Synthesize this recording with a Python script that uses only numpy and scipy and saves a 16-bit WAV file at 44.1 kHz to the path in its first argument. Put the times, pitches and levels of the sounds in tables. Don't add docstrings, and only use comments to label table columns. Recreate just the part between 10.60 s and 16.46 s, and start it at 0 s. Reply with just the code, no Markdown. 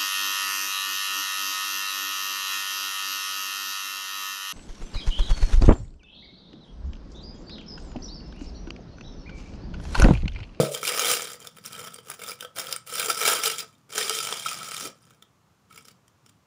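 import sys
import numpy as np
from scipy import signal
from scipy.fft import rfft, irfft
from scipy.io import wavfile
from scipy.ndimage import uniform_filter1d

SR = 44100
rng = np.random.default_rng(int(sys.argv[2]) if len(sys.argv) > 2 else 0)


def to_wav(sig):
    pcm = np.clip(np.atleast_2d(sig), -1, 1) * 32767
    pcm = np.round(pcm).astype(np.int16)
    wavfile.write(sys.argv[1], SR, pcm.T)


N = 258426
TIME = np.arange(N) / SR
CUTOFF_HZ = 15550
CREASE_SPREAD_DB = 6


# time_s, crisp_crinkle_db, hollow_flexing_db (both relative)
FOLDS = [
    [(0.0, -27.5, -31), (0.076, -42, -41), (0.1, -43, -79.5), (0.15, -32, -45.5), (0.166, -36.5, -36.5),
     (0.194, -46.5, -62.5), (0.282, -24, -27.5), (0.304, -32, -33), (0.52, -21.5, -26.5),
     (0.562, -30.5, -35), (0.74, -45, -49), (0.79, -75, -62)],
    [(2.26, -46, -52), (2.404, -28, -32.5), (2.476, -36, -36.5), (2.5, -23, -25), (2.532, -39, -46),
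     (2.684, -20, -20.5), (2.81, -35, -36.5), (2.856, -21.5, -27), (2.978, -44.5, -49.5),
     (2.988, -27.5, -45), (3.056, -59.5, -44.5), (3.09, -62, -97)],
    [(3.29, -55, -53.5), (3.376, -25.5, -32.5), (3.454, -31.5, -38), (3.51, -32.5, -38), (3.542, -28, -43),
     (3.72, -34.5, -35.5), (3.842, -38.5, -46), (3.866, -30.5, -39), (3.874, -32, -38.5),
     (3.972, -42, -41.5), (4.268, -35, -47.5), (4.33, -79, -69)],
]
# start_s, length_s, crisp_crinkle_db, hollow_against_crisp_db
TUGS = [(0.789, 0.078, -52.5, 3.5), (0.894, 0.19, -66, -13), (0.958, 0.013, -55, 2),
        (1.038, 0.027, -44.5, -6), (1.104, 0.17, -46.5, 2), (1.31, 0.066, -52.5, 0.5),
        (1.431, 0.008, -56.5, -3), (1.466, 0.061, -45.5, 0), (1.59, 0.12, -42, -2),
        (1.791, 0.031, -48.5, 2), (1.963, 0.034, -36, 3), (2.012, 0.12, -42.5, 1.5),
        (4.326, 0.22, -68.5, -2.5), (5.099, 0.092, -55.5, -6.5), (5.214, 0.08, -59, -10),
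        (5.655, 0.033, -65.5, -25)]


def hand(fold_hollow_db=0.5, settle_db=-27, settle_t60=.55):
    power = np.zeros((2, N))
    for fold in FOLDS:
        crisp_db, flex_db = in_time(fold)
        during_fold = (TIME >= fold[0][0]) * (TIME <= fold[-1][0])
        power += from_db([crisp_db, flex_db + fold_hollow_db]) ** 2 * during_fold
    for s, length, db, hollow_db in TUGS:
        power += from_db([[db], [db + hollow_db]]) ** 2 * tug(s, length) ** 2
    steady_gain = fade(np.ones(N), settle_t60)[-1]
    settling = from_db(settle_db) ** 2 * fade(power, settle_t60) / steady_gain
    return 10 * np.log10(power + settling + 1e-12)


def tug(s, length, attack_s=0.0052, swell_db=5.5, release_t60=0.13):
    t = TIME - s
    grip = (1 + np.tanh(t / (2 * attack_s))) / 2
    slack = np.clip(1 - t / length, 0, 1)
    release_db = -60 * np.maximum(t - length, 0) / release_t60
    return grip * from_db(-swell_db * (slack - .5) + release_db)


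def crinkle(crisp_db, flex_db, chance=.38, crowding=.3, even_s=0.029, gain_db=-4.0, hollow_db=0.0,
            facet_hz=4800, octaves=.75, hold_db=2.0, count=11000):
    at = rng.integers(0, N, count)
    size, scatter = np.clip(rng.standard_normal((2, count)), -2, 2)
    softness = 2 ** rng.uniform(-1, 1, (count, 1))
    noise = rng.standard_normal((count, 1024))
    gives = rng.random(count) < chance * from_db(crowding * (crisp_db[at] + 35))
    at, size, scatter, softness, noise = (v[gives] for v in (at, size, scatter, softness, noise))
    s = TIME[at]
    crease_db = CREASE_SPREAD_DB * size
    shared = uniform_filter1d(impulses(s, from_db(crease_db) ** 2), max(int(even_s * SR), 2))[at]
    energy_db = crease_db - 10 * np.log10(shared + 1e-9) + crisp_db[at] + gain_db
    from_hold = s[:, None] - np.array(SNAPS)[:, 0] + .004
    holding = np.exp(-(from_hold / .007) ** 2).max(axis=1)
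    pitch_hz = facet_hz * 2 ** (octaves * (scatter + wander(s, per_s=30) / 2))
    return buckles(noise, s, energy_db - hold_db * holding, (flex_db - crisp_db)[at] + hollow_db, pitch_hz,
                   t60=0.02 * softness, rise_s=0.00076 * softness ** 2, facet_db=12, facet_q=23.0)


# start_s, level_db (relative), facet_pitch_hz,
# hollow_db (share below about 2 kHz against the rest)
SNAPS = [(0.119, -23.5, 9500, -16.5), (0.1472, -15.5, 3240, -2.5), (0.2295, -20.5, 2200, 6),
         (0.251, -13, 2370, -11.5), (0.276, -11, 5070, -12), (0.394, -8, 6600, -3.5),
         (0.5137, -6.5, 6700, -6.5), (0.6203, -17, 7040, -7), (0.7322, -26, 7160, -15),
         (0.8018, -34, 7100, -28), (0.8711, -22, 3550, -45), (0.9842, -35.5, 3500, 0.5),
         (1.0599, -20.5, 5700, -39), (1.1298, -25, 3920, -15), (1.1502, -28, 3040, -12),
         (1.193, -28, 3070, -1), (1.248, -26, 3030, -9), (1.3421, -25.5, 8800, -15),
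         (1.3864, -37, 3050, 7.5), (1.5, -19, 10000, -2.5), (1.6368, -26.5, 8550, -3),
         (1.687, -24.5, 5450, -4), (1.716, -24.5, 2400, 0.5), (1.8076, -21, 3100, -9.5),
         (1.848, -28.5, 3300, 10), (1.9859, -18, 1490, 2.5), (1.9955, -18, 5530, -3),
         (2.069, -24, 3210, -5), (2.1255, -12, 5100, -9), (2.1618, -18, 8700, -7), (2.2727, -28, 5500, -18),
         (2.3395, -28.5, 3080, -2), (2.397, -9.5, 3850, -8.5), (2.4591, -15.5, 7500, -11),
         (2.614, -12.5, 2520, -4), (2.698, -13.5, 3380, -1.5), (2.835, -11.5, 5700, -6.5),
         (2.9829, -18, 7250, -16), (3.3562, -21.5, 3080, -4), (3.379, -8, 6200, -4),
         (3.495, -6.5, 2960, -17), (3.505, -22, 3000, 11), (3.5675, -18, 3250, -5),
         (3.587, -11.5, 3920, -12), (3.6496, -19, 3060, -7), (3.7248, -13.5, 3450, 3.5),
         (3.8838, -18.5, 2470, -5), (3.93, -19.5, 5070, -12), (4.117, -23.5, 3030, -1),
         (4.1442, -19, 8700, -10), (4.1657, -17.5, 3760, -19), (4.2086, -20, 5480, -8),
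         (4.5063, -43, 3230, -5), (4.6237, -35, 3520, -6), (5.1765, -30.5, 2250, -6.5),
         (5.252, -37.5, 5740, -10), (5.2831, -33, 5220, -9), (5.4797, -45, 5940, -10),
         (5.662, -41, 5610, -9), (5.6936, -43.5, 7560, -17)]


def snaps(gain_db=7.5, crack_db=0.5, herald_db=-9.0, herald_s=0.0064):
    s, level_db, facet_hz, hollow_db = np.transpose(SNAPS)
    clicks = impulses(s + 0.00063, from_db(level_db + crack_db))
    crack = butter(clicks, [5000, 14000], "band", order=1)
    noise = rng.standard_normal((len(s), 2, 1024))
    herald_at = s - herald_s * rng.uniform(0.8, 1.3, len(s))
    herald = buckles(noise[:, 0], herald_at, level_db + herald_db, hollow_db, facet_hz,
                     t60=0.041, rise_s=0.0089, facet_db=6.0, facet_q=6.5)
    shiver = buckles(noise[:, 1], s + .0002, level_db + gain_db, hollow_db, facet_hz,
                     t60=.008, rise_s=0.0013, facet_db=12.0, facet_q=14.0)
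    return crack + herald + shiver


def ticks(crisp_db, tick_db=-19.5, spread_db=4.5, follows=0.82, low_hz=2300, high_hz=10500, count=330):
    at = rng.integers(0, N, count)
    spread = np.clip(rng.standard_normal(count), -2, 2)
    level_db = tick_db + follows * (crisp_db[at] + 36.0) + spread_db * spread
    pitch_hz = low_hz * (high_hz / low_hz) ** rng.random(count)
    noise = rng.standard_normal((count, 1024))
    return buckles(noise, TIME[at], level_db, np.full(count, -12.0), pitch_hz,
                   t60=0.0097, rise_s=0.0009, facet_db=12.5, facet_q=24.0)


# (relative, per Hz)
FILM = [(120, -23), (280, -2.5), (450, 3), (700, 5), (1000, -0.2), (1700, -1.3), (2600, -1.8), (4300, -2.5),
        (7000, -6), (10000, -1.35), (11500, -3), (13200, -6.5), (14000, -10), (14900, 1.5)]


def buckles(noise, s, energy_db, hollow_db, facet_hz, t60, rise_s, facet_db, facet_q):
    size = noise.shape[1]
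    lead = size // 8
    t = np.maximum(np.arange(size) - lead, 0) / SR
    hz = np.maximum(np.arange(size // 2 + 1) * SR / size, 1)
    burst = noise * (1 - np.exp(-t / rise_s)) * from_db(-60 * t / t60)
    facet = 1 / (1 + 1j * facet_q * (hz / facet_hz[:, None] - facet_hz[:, None] / hz))
    colour = (1 + from_db(facet_db) * facet) * from_db(at_hz(FILM, hz)) * (hz < CUTOFF_HZ)
    spectra = rfft(burst) * colour
    spectra /= np.sqrt(np.mean(np.abs(spectra) ** 2, axis=1, keepdims=True))
    grains = irfft(spectra * from_db(hollow_db[:, None] * hollow_share(hz) + energy_db[:, None]))
    places = np.maximum(np.round(s * SR).astype(int), 0)[:, None] + np.arange(size)
    return np.bincount(places.ravel(), grains.ravel(), N + lead)[lead:N + lead]


def hollow_share(hz):
    return 1 / (1 + (hz / 2000) ** 4)


def slide(crisp_db, flex_db, gain_db=-14.0, hollow_db=1.5):
    hiss = shaped(FILM)
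    crisp = from_db(crisp_db) * butter(hiss, 2000, "high")
    hollow = from_db(flex_db + hollow_db) * butter(hiss, 1300, "low")
    return from_db(gain_db) * (crisp + hollow)


# time_s, level_db
SHEEN = [(0, -1), (1.1, -0.5), (1.8, 2), (2.7, 0), (3.7, -7), (4.6, -2.5), (5.6, -2.5)]


def sheen(x, sheen_hz=9800):
    top_db, = in_time(SHEEN)
    hz = np.arange(N // 2 + 1) * SR / N
    top = irfft(rfft(x) * (1 - 1 / (1 + (hz / sheen_hz) ** 8)), N)
    return x + (from_db(top_db) - 1) * top


# time_s, low_mode_hz, low_boost_db, second_mode_hz, second_boost_db
JUG_AIR = [(.5, 469, 14.5, 1256, 16), (1.2, 478, 15.5, 1322, 19), (1.52, 452, 18.5, 1263, 20),
           (1.99, 528, 12, 1330, 14.5), (2.13, 514, 14, 1294, 18), (2.42, 452, 17, 1287, 17),
           (2.7, 458, 11.5, 1313, 17.5), (3.44, 441, 19, 1270, 17), (3.65, 445, 11.5, 1308, 15),
           (3.9, 455, -6, 1250, 14), (4.3, 460, 19.5, 1290, 21.5)]
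# frequency_hz, width_hz, boost_db
RESONANCES = [(523.3, 4, 1.5), (1420, 360, 4), (2317, 250, 6.5), (3160, 480, 5.5), (4340, 340, -6.5),
              (5060, 830, 5), (5800, 410, 7.5), (5920, 620, -6), (7140, 320, 6.5), (7650, 670, 3.5),
              (7950, 360, -3), (9210, 1100, 5)]


def jug_air(x, low_width_hz=42, second_width_hz=80):
    low_hz, low_db, second_hz, second_db = in_time(JUG_AIR)
    low = resonate(x * (from_db(low_db) - 1), low_hz, low_width_hz)
    second = resonate(x * (from_db(second_db) - 1), second_hz, second_width_hz)
    x = x + low + second
    for hz, width_hz, boost_db in RESONANCES:
        x = x + (from_db(boost_db) - 1) * resonate(x, hz, width_hz, size=N)
    return x


# start_s, level_db (relative)
POPS = [(0.159, -36), (0.232, -29.5), (2.497, -21), (3.860, -18), (3.918, -33), (4.014, -32),
        (4.078, -33.5), (5.109, -44.5)]


def pops(panel_hz=1370, air_hz=1285, panel_t60=.014, air_t60=.035):
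    s, level_db = np.transpose(POPS)
    panel = ring(impulses(s, from_db(level_db)), panel_hz, panel_t60)
    swing = ring(panel, air_hz, air_t60)
    return from_db(level_db.max()) * swing / np.abs(swing).max()


# centre_s, length_s (standard deviation), level_db (relative)
DRAGS = [(0.48, 0.11, -42), (2.003, 0.041, -54), (2.429, 0.024, -50), (2.71, 0.025, -51.5),
         (3.442, 0.048, -58), (4.256, 0.029, -35.5)]


def drags(gain_db=-8.5):
    scuff = rms_one(butter(rng.standard_normal(N), [210, 660], "band", order=3))
    return from_db(gain_db) * swells(DRAGS) * scuff


# start_s, level_db (relative)
LANDINGS = [(0.0, -12), (0.033, -20.5)]
# frequency_hz, level_db (relative), t60_s
THUMP_MODES = [(145, -11, 0.32), (162, 1, 0.069), (209.8, -12.5, .15), (327, -12, 0.17), (497, 2.5, 0.051),
               (467, -6.5, 0.17), (506, -23, 0.2), (630, -15, 0.41), (725, -38, .05)]


def thump(shudder_db=-18.0, shudder_t60=0.74):
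    s, level_db = np.transpose(LANDINGS)
    blows = impulses(s, from_db(level_db))
    body = sum(from_db(db) * ring(blows, hz, t60) for hz, db, t60 in THUMP_MODES)
    shudder = rms_one(butter(rng.standard_normal(N), [410, 630], "band", order=3))
    shudder = shudder * np.sqrt(fade(blows ** 2, shudder_t60))
    return butter(body, 140, "high", order=3) + from_db(shudder_db) * shudder


# start_s, level_db (relative)
BOWL_TOUCHES = [(5.125, -66), (5.177, -61)]
# frequency_hz, level_db (relative), t60_s
BOWL_MODES = [(1240, -2, 0.13), (2280, -4, 0.2), (2450, -9, 0.1), (3240, 1, 0.09)]


def bowl():
    s, level_db = np.transpose(BOWL_TOUCHES)
    touches = impulses(s, from_db(level_db))
    return sum(from_db(db) * ring(touches, hz, t60) for hz, db, t60 in BOWL_MODES)


# centre_s, length_s (standard deviation), rumble_db
BUMPS = [(.27, 0.0094, -52), (.525, 0.009, -49), (1.18, 0.15, -56), (3.675, 0.0084, -55),
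         (3.99, 0.049, -55), (4.24, 0.044, -54), (5.77, 0.016, -61.5)]


def nudges(effort_db, rumble_db=-55.5, follows=0.19):
    working = from_db(rumble_db + follows * (effort_db - effort_db.max()))
    rumble = rms_one(butter(rng.standard_normal(N), [115, 220], "band"))
    return np.hypot(working, swells(BUMPS)) * rumble


# (relative, per Hz)
FAN = [(30, -32), (70, -14), (118, -3), (175, -14), (260, -16), (700, -21), (1250, -18), (1600, -26),
       (4300, -32), (7000, -32), (8200, -37), (15000, -42)]


def fan_hum(level_db=-64.5):
    return from_db(level_db) * shaped(FAN)


# lowest_hz, highest_hz, t60_s
ROOM_DECAY = [(107, 1500, 0.26), (1640, 7500, 0.22), (7990, 8200, 0.027)]


def kitchen(x, wet_db=-13.5, near_db=-9.5, near_hz=1800, near_t60=.035):
    t = TIME[:SR // 2]
    tail = np.zeros(len(t))
    for low, high, t60 in ROOM_DECAY:
        tail += butter(rng.standard_normal(len(t)), [low, high], "band") * from_db(-60 * t / t60)
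    tail *= t > .006
    near = butter(rng.standard_normal(len(t)) * from_db(-60 * t / near_t60) * (t > .001), near_hz, "high")
    echoes = from_db(wet_db) * tail / np.linalg.norm(tail) + from_db(near_db) * near / np.linalg.norm(near)
    return x + signal.fftconvolve(x, echoes)[:N]


def from_db(db):
    return 10 ** (np.asarray(db) / 20)


def rms_one(x):
    return x / np.sqrt(np.mean(x ** 2) + 1e-20)


def in_time(rows):
    s, *columns = np.transpose(rows)
    return [np.interp(TIME, s, c) for c in columns]


def at_hz(points, hz):
    table_hz, level_db = np.array(points).T
    return np.interp(np.log(hz), np.log(table_hz), level_db)


def wander(s, per_s):
    return np.interp(s * per_s, np.arange(400), rng.standard_normal(400))


def swells(rows):
    return sum(from_db(db) * np.exp(-((TIME - s) / length) ** 2 / 2) for s, length, db in rows)


def fade(energy, t60):
    return signal.lfilter([1], [1, -from_db(-120 / (t60 * SR))], energy + 1e-18)


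def impulses(s, sizes):
    out = np.zeros(N)
    out[np.clip(np.round(np.asarray(s) * SR).astype(int), 0, N - 1)] = sizes
    return out


def ring(clicks, hz, t60):
    r, w = from_db(-60 / (t60 * SR)), 2 * np.pi * hz / SR
    return signal.lfilter([0, np.sin(w)], [1, -2 * r * np.cos(w), r * r], clicks + 1e-18)


def resonate(x, hz, width_hz, size=256):
    r, out, state = np.exp(-np.pi * width_hz / SR), np.zeros(N), np.zeros(2)
    w = np.broadcast_to(2 * np.pi * hz / SR, N)
    zeros = np.array([1, 0, -1]) * (1 - r * r) / 2
    for i in range(0, N, size):
        poles = [1, -2 * r * np.cos(w[i]), r * r]
        out[i:i + size], state = signal.lfilter(zeros, poles, x[i:i + size], zi=state)
    return out


def butter(x, hz, kind, order=2):
    return signal.sosfilt(signal.butter(order, hz, kind, fs=SR, output="sos"), x + 1e-18)


def shaped(spectrum):
    hz = np.maximum(np.arange(N // 2 + 1) * SR / N, 1)
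    return rms_one(irfft(rfft(rng.standard_normal(N)) * from_db(at_hz(spectrum, hz)), N))


def scene():
    crisp_db, flex_db = hand()
    film = sheen(crinkle(crisp_db, flex_db) + slide(crisp_db, flex_db) + ticks(crisp_db) + snaps())
    bag = jug_air(film) + pops() + drags()
    return (kitchen(bag + bowl()) + thump() + nudges(crisp_db) + fan_hum())[None]


def record(dry):
    return signal.sosfilt(signal.ellip(10, .2, 80, CUTOFF_HZ, fs=SR, output="sos"), dry)


dry = scene()
out = record(dry)
to_wav(out)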